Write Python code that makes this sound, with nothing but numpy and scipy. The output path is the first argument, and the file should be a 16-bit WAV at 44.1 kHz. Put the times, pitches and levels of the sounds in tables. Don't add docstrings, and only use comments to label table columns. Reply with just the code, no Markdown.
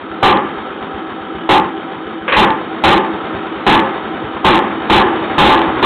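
import sys
import numpy as np
from scipy import signal
from scipy.fft import rfft, irfft, next_fast_len
from scipy.io import wavfile
from scipy.ndimage import map_coordinates

SR = 44100
rng = np.random.default_rng(int(sys.argv[2]) if len(sys.argv) > 2 else 0)


def how_loud(loudness_db):
    steps = np.asarray(loudness_db, float) / 20
    return 10 ** steps


def inscribe(sig):
    pcm = np.round(np.clip(np.atleast_2d(sig).T, -1, 1) * 32767)
    wavfile.write(sys.argv[1], SR, pcm.astype(np.int16))


N = 257984


def unit(x):
    return x / np.sqrt(np.mean(x ** 2) + 1e-20)


def along(points, hz):
    f, v = np.transpose(points)
    return np.interp(np.log(hz + 1), np.log(f + 1), v)


def wobble(rate):
    return map_coordinates(rng.standard_normal(N // 100), [np.arange(N) * rate / SR])


def filtered(x, response):
    m = next_fast_len(len(x) + 8192)
    return irfft(rfft(x, m) * response(np.fft.rfftfreq(m, 1 / SR)), m)[:len(x)]


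def resonance(f, hz, width):
    return 1j * f * width / (hz * hz - f * f + 1j * f * width)


def tilt(f, db):
    return how_loud(db * np.log2((f + 20) / 800))


def train(times, db):
    inside = (times >= 0) & (times < N / SR)
    samples = (times[inside] * SR).astype(int)
    return np.bincount(samples, how_loud(db)[inside], N)


# frequency in Hz, time to decay by 60 dB in seconds.
SHOP_DECAY = [(60, 0.94), (200, 0.95), (400, 0.92), (850, 0.75), (1300, .85), (2000, 0.99), (3800, 0.55)]


def echoing(noise, stretch, rise, hold=0):
    hz, t, z = signal.stft(noise, SR, nperseg=256)
    t60 = stretch * along(SHOP_DECAY, hz)[:, None]
    fading_db = -60 * np.maximum(t - hold, 0) / t60
    tail = signal.istft(z * how_loud(fading_db), SR, nperseg=256)[1][:SR]
    onset = 1 - np.exp(-(np.arange(SR) / (rise * SR)) ** 2)
    return tail * onset


TURNS_BETWEEN = [2, 10, 6, 4, 8, 8, 5, 6, 1, 5, 1]


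def flywheel():
    first_s, last_s = -.025, 5.9
    coast_per_s = .25
    port_lag_s = .014
    usual_speed = 9
    marks = np.array([first_s, *np.transpose(FIRINGS)[0], last_s])
    lost = np.repeat(1 - np.exp(-coast_per_s * np.diff(marks)), TURNS_BETWEEN)
    done = np.concatenate([np.arange(n) / n for n in TURNS_BETWEEN])
    top = np.repeat(marks[:-1], TURNS_BETWEEN) - np.log(1 - done * lost) / coast_per_s
    opening = np.append(top, last_s) + port_lag_s
    return opening, -np.log2(usual_speed * np.gradient(opening))


# time in seconds, change of level in dB.
SHADE = [(0, -2), (.45, -0.2), (1.1, -0.15), (1.7, 1.2), (2.2, 0.7), (2.7, 0.2), (4, -0.3), (5.85, 1)]


def shade():
    return np.interp(np.arange(N) / SR, *np.transpose(SHADE))


# frequency in Hz, density in dB per Hz.
HISS = [(25, -33), (70, -24), (150, -20), (330, -10), (580, -16), (900, -13.5), (1250, -16.5),
        (2000, -22.5), (2700, -27.5), (3200, -34.5), (3750, -26.5), (3950, -45.5), (5000, -87)]


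def hiss():
    t = np.arange(N) / SR
    opening, faster = flywheel()
    level_db = -20.5 + 10.5 * np.interp(t, opening, faster) + shade()
    turns = np.interp(t, opening, np.arange(len(opening)))
    beat_db = 1.5 * np.cos(2 * np.pi * (turns - .15))
    air = rng.standard_normal(N) * how_loud(beat_db + .8 * wobble(14) + 1.2 * wobble(150))
    return how_loud(level_db - 5.0) * unit(filtered(air, lambda f: how_loud(along(HISS, f))))


# frequency in Hz, level over the casing in dB, decay by 60 dB in seconds, crank angle in turns.
STAND_RINGS = [(324.9, -9, .3, 0.49), (778.5, -15, 0.38, .7)]


def stand(opening):
    turn, t, out = np.arange(len(opening)), np.arange(SR // 2) / SR, np.zeros(N)
    for hz, db, t60, angle in STAND_RINGS:
        blows = train(np.interp(turn + angle, turn, opening), 1.8 * rng.standard_normal(len(turn)))
        swelling = 1 - np.exp(-t / .008)
        ring = np.sin(2 * np.pi * hz * t) * how_loud(-60 * t / t60) * swelling
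        out += how_loud(db) * unit(signal.fftconvolve(blows, ring)[:N])
    return out


# crank angle in turns, level in dB.
KNOCKS = [(.02, 0), (.22, -2.5), (.37, 1), (.58, 3), (.74, -2), (0.881, -5)]


def knocks(opening):
    turn, wet = np.arange(len(opening)), []
    for angle, db in KNOCKS:
        play = rng.standard_normal((len(turn), 2))
        times = np.interp(turn + angle + .012 * play[:, 0], turn, opening)
        hits = train(times, db + 2.0 * play[:, 1])
        answer = echoing(rng.standard_normal(SR), 0.58, rise=0.00092)
        wet.append(hits + .65 * signal.fftconvolve(hits, answer / np.linalg.norm(answer))[:N])
    return wet


# frequency in Hz, width in Hz, level in dB, crank angle of the blow in turns, beat depth in dB.
CASING_MODES = [(174.8, 23, -8, 0.29, 3.5), (215.1, 14, -3.5, 0.082, 15.5), (263.4, 25, -4.5, 0.36, 15.5),
                (325.2, 12, 0.2, 0.79, 3.5), (383, 32, -7.5, 0.98, 11), (404.8, 48, -7, 0.87, 4.5),
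                (508.2, 17, -7, 0.013, -5), (767.8, 18, -5, 0.71, 10), (975, 40, -17, 0.82, -2.5),
                (1110, 17, -29.5, 0.79, -11.5), (1270.4, 110, -10, .1, -2), (1312.6, 32, -9.5, 0.79, -5),
                (1414, 280, -16.5, 0.54, -15.5), (1664, 25, -14.5, 1, 3.5), (2970, 10, -11, 0.09, -2.5),
                (3178, 280, -21, 0.1, 15), (3580, 260, -32.5, 0.24, -1.5)]


def casing():
    opening, faster = flywheel()
    wet = knocks(opening)
    faster = np.interp(np.arange(N) / SR, opening, faster)
    level_db = -21.5 + 2 * faster + shade()
    bright_db = -0.56 + 1.2 * faster
    angles, rattle = np.transpose(KNOCKS)[0], np.zeros(N)
    for hz, width, db, lag, depth_db in CASING_MODES:
        favour = how_loud(depth_db * np.cos(2 * np.pi * (angles - lag)))
        blows = favour * rng.choice([-1, 1], len(angles)) @ wet
        rubbing = (.3 + hz / 1800) * rng.standard_normal(N)
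        ring = unit(filtered(unit(blows) + rubbing, lambda f: resonance(f, hz, 1.4 * width) ** 2))
        rattle += how_loud(db + bright_db * np.log2(hz / 800)) * ring * np.sqrt(width)
    return how_loud(level_db - 4.7) * unit(rattle) + how_loud(level_db) * stand(opening)


# frequency in Hz, density in dB per Hz.
PUFF = [(20, -29.5), (35, -8), (60, -11.5), (95, 2), (130, 5.5), (180, -32)]
# delay in seconds, frequency in Hz, level in dB, decay by 60 dB in seconds.
PUFF_PARTS = [(0, 68, -1.5, 0.13), (.042, 97.5, -4.5, 0.075)]


def puffs():
    lead_s = .011
    low_hz = 45
    opening, faster = flywheel()
    t, out = np.arange(SR // 5) / SR, np.zeros(N)
    for delay, hz, db, t60 in PUFF_PARTS:
        times = opening - lead_s + delay * 2 ** -faster
        level_db = db + 4 * faster + 4 * rng.standard_normal(len(opening))
        blows = train(times, level_db)
        fading = how_loud(-60 * t / t60)
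        same = signal.fftconvolve(blows, fading * np.sin(2 * np.pi * hz * t))[:N]
        fresh = signal.fftconvolve(blows, fading)[:N] * rng.standard_normal(N)
        out += same + how_loud(13.5) * filtered(fresh, lambda f: how_loud(along(PUFF, f)))
    return how_loud(-36.5) * unit(filtered(out, lambda f: 1j * f / (low_hz + 1j * f)))


# start in seconds, level in dB.
CLANKS = [
    (2.278, -15),
    (2.321, -9.5),
]
# frequency in Hz, density in dB per Hz.
CLANK_SPECTRUM = [(300, -32), (500, 2), (750, -17), (1100, -5.5), (1650, -8), (2100, -9.5), (3000, -10.5),
                  (3900, -26.5)]


def clanks():
    out = np.zeros(N + SR)
    for s, db in CLANKS:
        tail = echoing(rng.standard_normal(SR), 0.56, rise=0.00099)
        ring = filtered(tail, lambda f: how_loud(along(CLANK_SPECTRUM, f)))
        out[round(s * SR):][:SR] += how_loud(db) * ring / np.std(ring[:SR // 20])
    return out[:N]


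# start in seconds, level in dB, pipe note in Hz, pipe note level in dB, decay stretch as a ratio.
FIRINGS = [
    (0.2269, -11.5, 807, -3, 0.81),
    (1.4908, -10.5, 781, 8, 0.6),
    (2.3653, -9.5, 857, -0.5, 0.67),
    (2.838, -8, 843, -3.5, 0.75),
    (3.6655, -8.5, 842, 1.5, 0.76),
    (4.445, -10, 877, -2.5, 0.8),
    (4.898, -7, 876.5, -0.5, 0.77),
    (5.381, -8, 831.5, 0.5, 1.005),
    (5.462, -12, 748, 4.5, 0.31),
    (5.827, -10.5, 946, 7.5, 0.69),
]
# frequency in Hz, density in dB per Hz.
BLAST = [(18, -58.5), (30, -12.5), (261, -3.5), (334, -1), (655, -15), (854, 0), (946, -7.5), (1160, -6),
         (1370, -16), (1680, -15), (2370, -23), (3220, -18.5), (3950, -43.5), (5140, -64), (8690, -120)]
# frequency in Hz, width in Hz, level in dB.
PANELS = [(208.2, 24, 6), (330.6, 20, 6.5), (371.8, 27, 7), (416.2, 25, 4), (536, 28, 10.5),
          (771.6, 37, 5.5), (812.4, 31, -1.5), (876, 18, 5.5), (1040, 51, 8), (1180, 25, 6),
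          (1704.5, 35, 5.5), (1939, 18, -4)]


def bangs():
    out, walls, t = np.zeros(N + SR), rng.standard_normal(SR), np.arange(SR) / SR
    for s, db, note_hz, note_db, stretch in FIRINGS:
        noise = 0.54 * walls + 0.88 * rng.standard_normal(SR)
        tail = echoing(noise, 0.79 * stretch, rise=.003, hold=0.054 * stretch)

        def response(f):
            panels = 1 + sum(how_loud(g) * resonance(f, hz, w) for hz, w, g in PANELS)
            note = how_loud(note_db - 1.5) * resonance(f, note_hz, 130)
            return (panels + note) * tilt(f, 1.71) * how_loud(along(BLAST, f))

        blast = filtered(tail, response)
        direct = -np.sin(2 * np.pi * note_hz * t) * how_loud(-60 * t / .04)
        out[round(s * SR):][:SR] += how_loud(db + 9) * (direct + blast / np.std(blast[:SR // 10]))
    return out[:N]


def scene():
    return (hiss() + casing() + puffs() + clanks() + bangs())[None]


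def roll_off(x):
    return signal.sosfilt(signal.butter(12, 15900, fs=SR, output="sos"), x)


def record(dry):
    fine_block, coarse_block = 441, 80
    ceiling, knee = .64, 13
    coupling_hz = 125.5
    overflow, full_scale = .695, .705
    blocks = N // fine_block + 2
    fine, coarse = blocks * fine_block, blocks * coarse_block
    driven = dry[0] / (1 + np.abs(dry[0] / ceiling) ** knee) ** (1 / knee)
    driven = filtered(driven, lambda f: 1j * f / (coupling_hz + 1j * f))
    low = irfft(rfft(driven, fine)[:coarse // 2 + 1], coarse) * coarse_block / fine_block
    held = np.where(np.abs(low) > overflow, 0, low)
    hz = np.fft.rfftfreq(fine, 1 / SR)
    mirrored = np.resize(np.fft.fft(held), len(hz))
    edge = np.cos(np.pi / 2 * np.clip((hz - 3500) / 1050, 0, 1)) ** 2.2
    full = irfft(mirrored * edge, fine)[:N] * fine_block / coarse_block
    return roll_off(np.clip(full, -full_scale, full_scale)[None])


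dry = scene()
out = record(dry)
inscribe(out)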